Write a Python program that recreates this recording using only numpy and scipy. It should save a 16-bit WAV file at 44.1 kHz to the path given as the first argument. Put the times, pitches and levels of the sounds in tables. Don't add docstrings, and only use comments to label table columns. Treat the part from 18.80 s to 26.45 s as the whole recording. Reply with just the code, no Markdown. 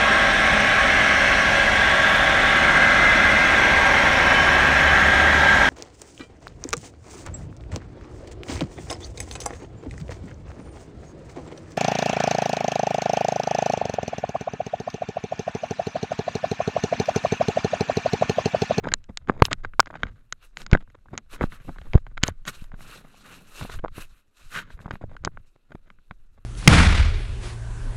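import sys
import numpy as np
from scipy import signal
from scipy.fft import rfft, irfft
from scipy.io import wavfile
from scipy.ndimage import uniform_filter1d

SR = 44100
rng = np.random.default_rng(int(sys.argv[2]) if len(sys.argv) > 2 else 0)


def inscribe(sig):
    pcm = np.round(np.clip(np.atleast_2d(sig).T, -1, 1) * 32767)
    wavfile.write(sys.argv[1], SR, pcm.astype(np.int16))


N = 337365

# start in seconds, peak in dB before the low-pass,
# centre of the sound in Hz (hard contacts are high).
KNOCKS = [(0.0464, -24.5, 990), (0.0552, -20.5, 833), (0.0704, -18, 764), (0.0835, -29.5, 1507),
          (0.0870, -22, 1507), (0.1185, -19.5, 1600), (0.1226, -19.5, 1218), (0.1386, 2.5, 2386),
          (0.241, -41, 4398), (0.303, -44, 772), (0.3731, -10.5, 3060), (0.4741, -35, 1500),
          (0.4875, -28.5, 1310), (0.4966, -5, 861.5), (0.518, -33, 800), (0.5656, -36.5, 763),
          (0.622, 10.5, 906.6), (0.653, -5.5, 3114), (0.683, -29.5, 770), (0.7174, -19.5, 1289),
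          (0.73, -4.5, 3004), (0.8483, -16.5, 1288), (0.936, -33, 1204), (0.9955, 4, 1163),
          (1.0024, 3.5, 2354), (1.029, -38.5, 1322), (1.059, -32, 1714), (1.071, -26.5, 1261),
          (1.1029, -28, 880), (1.129, -35, 900), (1.141, -27.5, 1091), (1.1543, -25.5, 1156),
          (1.2332, -8.5, 1528), (1.2539, -35.5, 964), (1.2685, -33, 1328), (1.525, -11.5, 2278),
          (1.771, -18, 2240), (1.818, -27.5, 1806), (1.8644, -22.5, 1990), (1.9147, -21.5, 2150),
          (1.9319, -5, 1539), (1.9503, -6, 1110), (1.973, -30, 1502), (2.076, -46, 902),
          (2.101, -45.5, 1801), (2.1461, -46, 1034), (2.258, -43, 814.6), (2.285, -43, 1087),
          (2.333, -30, 730), (2.3378, -35, 820), (2.3775, -13.5, 2002), (2.3836, -29, 1772),
          (2.6104, -12, 885.6), (2.617, -18, 1014), (2.6379, -12.5, 895), (2.7215, -30.5, 1350),
          (2.848, -42, 598), (2.882, -39.5, 1069), (2.8926, -26, 863.5), (2.961, -36, 1117),
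          (2.9848, -31.5, 1266), (3.0152, -37, 1410), (3.1343, -19, 1462), (3.1431, -20.5, 702),
          (3.177, -30.5, 909), (3.2664, -30.5, 1276), (3.3723, -30, 1419), (3.3768, -22.5, 1501),
          (3.432, -11, 3215), (3.4356, 1, 2105), (3.4397, -16, 2590), (3.4803, -12.5, 2986),
          (3.485, -16.5, 800), (3.653, -30, 1914), (3.677, -19, 1714), (3.6798, -15, 2540),
          (3.6837, -21.5, 2200), (3.842, -36, 2370), (3.918, -34.5, 1331), (3.942, -38.5, 1292),
          (4.007, -36, 1398), (4.181, -43.5, 791.6), (4.812, -23, 1104), (4.851, -28, 800),
          (4.897, -32.5, 1000), (4.989, -34, 1332), (4.9928, -37, 1611), (5.0399, -19.5, 700),
          (5.0468, -11.5, 844.7), (5.059, -23, 905), (5.0818, -32.5, 1357), (5.18, -33, 742),
          (5.904, -34.5, 1422), (5.9911, -35, 1169), (6.002, -42, 1300), (6.016, -44, 2970),
          (6.0583, -26, 983.3), (6.08, -30, 851.3), (6.1088, -18, 1465), (6.1133, -27, 1389),
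          (6.155, -30, 1262), (6.212, -34, 694), (6.2295, -39.5, 939), (6.239, -24, 682),
          (6.3157, -36.5, 760), (6.352, -40.5, 702.7), (6.3666, -30, 1544), (6.4494, -9, 2230),
          (6.457, -27, 1979), (6.475, -12.5, 930), (6.5731, -28, 1236), (6.757, -58, 782.7),
          (6.9078, -49, 1060), (6.92, -38.5, 1290), (6.9489, -37, 525), (7.1024, -35, 1400),
          (7.187, -52, 1206), (7.3105, -24, 1166), (7.577, -49, 871)]
# frequency in Hz, relative level in dB, t60 in seconds.
SHELL = [(590, -9, 0.007), (820, 1, 0.0028), (1200, 3, 0.0056), (1527, 2.5, 0.01), (2073, 0, 0.0047),
         (3102, -3.5, 0.0046), (3820, -6, 0.0054), (4640, -7.5, 0.0043), (5240, -8.5, 0.0046),
         (6680, 1, 0.0036), (8000, -7, 0.003)]
# time in seconds, rumble level in dB.
HANDLING = [(0.0, -38), (0.44, -43), (0.6, -31), (1.129, -43), (1.293, -36), (1.5, -52), (1.989, -40),
            (2.331, -50), (2.53, -41), (3.45, -35.5), (3.686, -41.5), (3.883, -37.5), (4.35, -57.5),
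            (4.76, -48.5), (4.93, -34), (5.06, -38), (5.3, -43.5), (5.4, -59), (5.53, -69), (5.62, -44),
            (6.188, -41), (6.551, -34.5), (6.8, -63.5), (6.92, -47), (7.25, -55), (7.341, -45),
            (7.649, -48)]


def from_db(db):
    return 10 ** (np.asarray(db) / 20)


def rms_one(x):
    return x / np.sqrt(np.mean(x ** 2) + 1e-20)


def in_time(rows):
    return np.interp(np.arange(N) / SR, *np.transpose(rows))


def drift(rate_hz):
    step = 40
    pole = np.exp(-2 * np.pi * rate_hz * step / SR)
    white = rng.standard_normal(N // step + 2002)
    slow = signal.lfilter([1], [1, -2 * pole, pole ** 2], white)[2000:]
    return np.interp(np.arange(N) / step, np.arange(len(slow)), rms_one(slow))


def coloured(x, spectrum):
    hz, level_db = np.transpose(spectrum)
    grid_hz = np.maximum(np.arange(N // 2 + 1) * SR / N, 1)
    gain_db = np.interp(np.log(grid_hz), np.log(hz), level_db)
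    return irfft(rfft(x) * from_db(gain_db), N)


def add(out, start_s, sound):
    i = max(round(start_s * SR), 0)
    out[i:i + len(sound)] += sound[:N - i]


def in_band(x, lo_hz, hi_hz):
    sos = signal.butter(4, [lo_hz, hi_hz], "band", fs=SR, output="sos")
    return x / np.std(signal.sosfilt(sos, x))


def packing(tail):
    # middle in seconds, crunch level in dB, length in ms,
    # dull thud against the crunch in dB.
    scrape_rows = [(0.064, -49, 71, 6), (0.301, -59, 18, 13.5), (1.2, -52.5, 110, -4),
                   (0.843, -45.5, 13, -3), (1.291, -58, 40, -1.5), (1.388, -64.5, 53, -4),
                   (0.491, -40.5, 18, 7), (0.555, -63, 150, 10), (0.719, -29, 14, -6.5),
                   (1.251, -49, 28, -6.5), (1.822, -63, 112, 5), (1.943, -34.5, 24, 4.5),
                   (2.008, -57.5, 25, 0.5), (2.343, -51.5, 54, 5), (2.566, -52.5, 74, -5.5),
                   (2.629, -43.5, 45, 1.5), (2.733, -42, 26, -13.5), (2.81, -62.5, 58, -6),
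                   (2.889, -51, 25, 13.5), (3.062, -58.5, 30, 6.5), (3.147, -35.5, 20, 1.5),
                   (3.316, -60.5, 20, 0), (3.46, -39, 58, -12.5), (3.683, -37, 24, -5.5),
                   (4.12, -68, 270, 10.5), (4.551, -67, 270, 9), (4.821, -45.5, 31, 3), (5.185, -50, 31, 3),
                   (5.772, -26.5, 70, -20.5), (5.895, -54, 53, -6), (6.031, -61.5, 90, 6),
                   (6.133, -54, 37, 5), (6.223, -57.5, 25, 6.5), (6.32, -56, 34, 4), (6.458, -52, 34, 3.5),
                   (6.915, -57.5, 27, 2.5), (7.079, -67.5, 50, -0.5)]
    shake_db, shake_follows, shake_ms, shake_late_s = -39, 0.53, 6.8, 0.0041
    shake_thud_db, thud_fall_db = 6, 9
    shaken_rows = []
    for s, peak_db, centre_hz in KNOCKS:
        level_db = shake_db + shake_follows * peak_db
        thud_db = shake_thud_db - thud_fall_db * np.log2(centre_hz / 1000)
        shaken_rows.append((s + shake_late_s, level_db, shake_ms, thud_db))

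    ringing, dull = np.zeros((2, N))
    for s, level_db, ms, thud_db in [*scrape_rows, *shaken_rows]:
        t = np.arange(-ms, 3 * ms, 1000 / SR) / ms
        falloff = np.where(t < 0, 4 * t ** 2, (np.abs(t) / tail) ** 1.5)
        burst = from_db(level_db) * np.exp(-falloff)
        add(ringing, s - ms / 1000, burst)
        add(dull, s - ms / 1000, burst * from_db(thud_db))
    return ringing, dull


def still_air():
    # frequency in Hz, relative level in dB per Hz.
    air_spectrum = [(120, -35.5), (200, 6), (1560, -18.5), (7000, -28.5), (12000, -34.5), (15500, -46)]
    rms_db = -77.5
    return from_db(rms_db) * rms_one(coloured(rng.standard_normal(N), air_spectrum))


def rumble(sway_db, lump_db, lumpy_db, lumps_per_s, jolt_db, jolt_hz):
    # frequency in Hz, relative level in dB per Hz.
    sway_spectrum = [(4, -6.5), (12, 7.5), (28, -5.5), (55, -28), (3000, -120)]
    # frequency in Hz, relative level in dB per Hz.
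    lump_spectrum = [(20, -16), (60, -3), (125, -7.5), (300, -36.5), (3000, -81)]
    sway = coloured(rng.standard_normal(N) * from_db(sway_db * drift(4)), sway_spectrum)
    lumps = coloured(rng.standard_normal(N) * from_db(lumpy_db * drift(lumps_per_s)), lump_spectrum)
    noise = in_band(sway, 15, 120) + from_db(lump_db) * rms_one(lumps)

    jolt_band = signal.butter(2, [0.73 * jolt_hz, 1.8 * jolt_hz], "band", fs=SR)
    jolt = signal.lfilter(*jolt_band, rng.standard_normal(N))
    _, dull = packing(tail=0.85)
    swell = uniform_filter1d(dull, size=SR // 80)
    return from_db(in_time(HANDLING)) * noise + from_db(jolt_db) * swell * rms_one(jolt)


def crunch(dense_per_s, lone_per_s, lone_db, spread_db, clump_db, tilt_db, dull_hz):
    ringing, dull = packing(tail=0.51)
    lone = from_db(in_time(HANDLING) + lone_db)
    fine = (ringing / (ringing + dull + lone)) ** 2
    per_s = lone_per_s + dense_per_s * fine
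    sizes = from_db(spread_db * np.minimum(rng.exponential(1, N), 5)) * rng.choice([-1, 1], N)
    breaks = rng.random(N) < per_s / SR
    clumping = from_db(clump_db * (1 - .55 * fine) * drift(45))
    grains = sizes * breaks / np.sqrt(per_s) * clumping + 1e-18

    rings = np.zeros(N)
    for k, (hz, mode_db, t60_s) in enumerate(SHELL):
        pole, w = from_db(-60 / (t60_s * SR)), 2 * np.pi * hz / SR
        ring = signal.lfilter([0, np.sin(w)], [1, -2 * pole * np.cos(w), pole ** 2], grains)
        level_db = mode_db + tilt_db * np.log2(hz / 1450)
        rings += (-1) ** k * from_db(level_db) * ring
    rings = signal.lfilter(*signal.butter(3, dull_hz, fs=SR), rings)
    thuds = signal.lfilter(*signal.butter(2, [65, 700], "band", fs=SR), grains)
    return (ringing + lone) * in_band(rings, 700, 3000) + (dull + lone) * in_band(thuds, 200, 700)


def hiss(flutter_db, shift_db, grain_db):
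    # frequency in Hz, relative level in dB per Hz.
    hiss_spectrum = [(150, -25.5), (240, -5.5), (400, -2.5), (800, -5.5), (1420, 1.5), (2000, -5),
                     (2350, -5.5), (2650, 0), (2950, -5), (3400, -8), (3900, -4.5), (4500, -10),
                     (10300, -13), (11400, -10.5), (15500, -27.5)]
    # middle in seconds, hiss level in dB, length in ms.
    swish_rows = [(0.655, -54, 29), (0.725, -75, 33), (1.643, -66.5, 53), (1.805, -61, 57),
                  (2.534, -55.5, 55), (2.642, -60, 53), (2.737, -62, 68), (2.907, -72.5, 200),
                  (3.109, -74, 146), (3.476, -46.5, 31), (3.684, -44.5, 36), (3.774, -63.5, 142),
                  (4.044, -60.5, 101), (4.149, -60, 126), (4.35, -68.5, 153), (4.51, -61, 166),
                  (4.67, -74, 310), (4.803, -54.5, 150), (4.936, -54, 73), (5.198, -53.5, 94),
                  (5.352, -77, 110), (5.592, -72.5, 47), (5.665, -71.5, 170), (5.767, -51.5, 85),
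                  (5.925, -67.5, 53), (6.021, -70, 32), (6.149, -71.5, 46), (6.68, -81, 36)]
    rest_db = -87.5
    steepness = 2.4

    grainy = coloured(rng.standard_normal(N) * from_db(grain_db * drift(250)), hiss_spectrum)
    edges_hz = [100, 1000, 2200, 3200, 4600, 9000, 17000]
    mixed = np.zeros(N)
    for k, band_hz in enumerate(zip(edges_hz, edges_hz[1:])):
        band = signal.sosfilt(signal.butter(3, band_hz, "band", fs=SR, output="sos"), grainy)
        mixed += (-1) ** k * band * from_db(shift_db * drift(15))
    noise = from_db(flutter_db * drift(21)) * mixed

    level = np.full(N, from_db(rest_db))
    for s, level_db, ms in swish_rows:
        t = np.arange(-2 * ms, 2 * ms, 1000 / SR) / (.5 * ms)
        add(level, s - 2 * ms / 1000, from_db(level_db) * np.exp(-np.abs(t) ** steepness))
    return level * in_band(noise, 5000, 8300)


def knocks(spread_db, detune, chatter, slope_db, above_db, soft_db, thin):
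    hz, mode_db, t60_s = np.transpose(SHELL)[:, :, None]
    modes, contact_len = len(SHELL), SR // 200
    t = np.arange(SR // 40) / SR
    decay = from_db(-60 * t / t60_s)
    out = np.zeros(N)
    for s, peak_db, centre_hz in KNOCKS:
        octaves = np.log2(hz / centre_hz)
        near_db = slope_db * np.minimum(octaves, 0) - above_db * np.maximum(octaves, 0)
        strength_db = mode_db + near_db + spread_db * rng.standard_normal((modes, 1))
        pitch_hz = hz * (1 + detune * rng.standard_normal((modes, 1)))
        rings = from_db(strength_db) * decay * np.sin(2 * np.pi * pitch_hz * t)
        contact = chatter * rng.standard_normal(contact_len) * np.exp(-t[:contact_len] / .0008)
        contact[0] = -1
        knock = np.convolve(rings.sum(axis=0), contact)
        edge_hz = centre_hz * from_db(soft_db * np.log2(centre_hz / 700))
        knock = signal.lfilter(*signal.butter(3, np.clip(edge_hz, 100, 18000), fs=SR), knock)
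        knock = signal.lfilter(*signal.butter(2, thin * centre_hz, "high", fs=SR), knock)
        add(out, s, from_db(peak_db) * knock / np.abs(knock).max())
    knock_lowpass_hz = 8600
    return signal.sosfilt(signal.cheby2(10, 40, knock_lowpass_hz, fs=SR, output="sos"), out)


def pushes():
    # middle in seconds, signed peak pressure (1 is full scale, before the coupling),
    # length in ms.
    push_rows = [(0.0712, 0.12, 1.2), (0.1256, -0.07, 3.6), (0.2995, -0.038, 2.5), (0.4987, 0.244, 1.7),
                 (0.6215, -1.9, 0.9), (0.626, 0.5, 5.5), (0.637, 0.13, 11), (0.7295, 0.061, 1.5),
                 (0.9976, 0.12, 2.0), (1.238, -0.09, 2.6), (1.2598, -0.049, 8.0), (1.9313, -1.9, 2.8),
                 (1.936, -0.4, 6.0), (1.962, 0.1, 26), (1.9508, 0.251, 1.2), (2.3341, 0.043, 2.5),
                 (2.6192, 0.237, 1.9), (2.628, -0.1, 4.0), (2.6413, -0.36, 1.7), (2.664, 0.14, 24),
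                 (2.8904, 0.107, 1.6), (3.09, 0.12, 28), (3.1465, -0.16, 6.0), (3.1551, -2.34, 2.96),
                 (3.1576, -0.35, 1.8), (3.173, -0.12, 9.0), (3.4364, -0.378, 2.0), (3.4868, -0.15, 1.5),
                 (3.8227, -0.036, 2.5), (3.9403, -0.04, 2.5), (4.8259, -0.07, 2.6), (4.8496, 0.056, 1.8),
                 (4.9475, -0.03, 5.0), (4.967, 0.13, 16), (4.984, 0.08, 16), (5.0372, 0.05, 2.5),
                 (5.1813, 0.066, 1.7), (5.947, 0.04, 9.0), (6.061, 0.07, 2.2), (6.1097, 0.043, 2.4),
                 (6.1384, -0.069, 3.1), (6.2408, -0.111, 1.9), (6.452, 0.062, 1.9), (6.4722, -0.138, 1.3),
                 (6.95, -0.033, 2.0), (7.312, -0.026, 3.0)]
    out = np.zeros(N)
    for s, pressure, ms in push_rows:
        t_ms = np.arange(-2 * ms, 2 * ms, 1000 / SR)
        add(out, s - 2 * ms / 1000, pressure * np.exp(-np.abs(t_ms / (.6 * ms)) ** 3))
    return out


def scene():
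    air = still_air()
    handling = rumble(sway_db=2.0, lump_db=-12.5, lumpy_db=7.5, lumps_per_s=27.0, jolt_db=2.0,
                      jolt_hz=125)
    grit = crunch(dense_per_s=5000, lone_per_s=410, lone_db=-37.5, spread_db=2.5, clump_db=6.5,
                  tilt_db=-0.5, dull_hz=3720)
    slide = hiss(flutter_db=1.5, shift_db=2.5, grain_db=1.5)
    blows = knocks(spread_db=3.5, detune=0.033, chatter=0.29, slope_db=24.5, above_db=3.0,
                   soft_db=7.5, thin=0.45)
    return (air + handling + grit + slide + blows + pushes())[None]


def record(dry):
    coupling_hz, overload, cutoff_hz = 25.7, 1, 15800
    coupled = signal.lfilter(*signal.butter(1, coupling_hz, "high", fs=SR), dry)
    clipped = np.clip(coupled, -overload, overload)
    return signal.sosfilt(signal.ellip(12, .1, 70, cutoff_hz, fs=SR, output="sos"), clipped)


dry = scene()
out = record(dry)
inscribe(out)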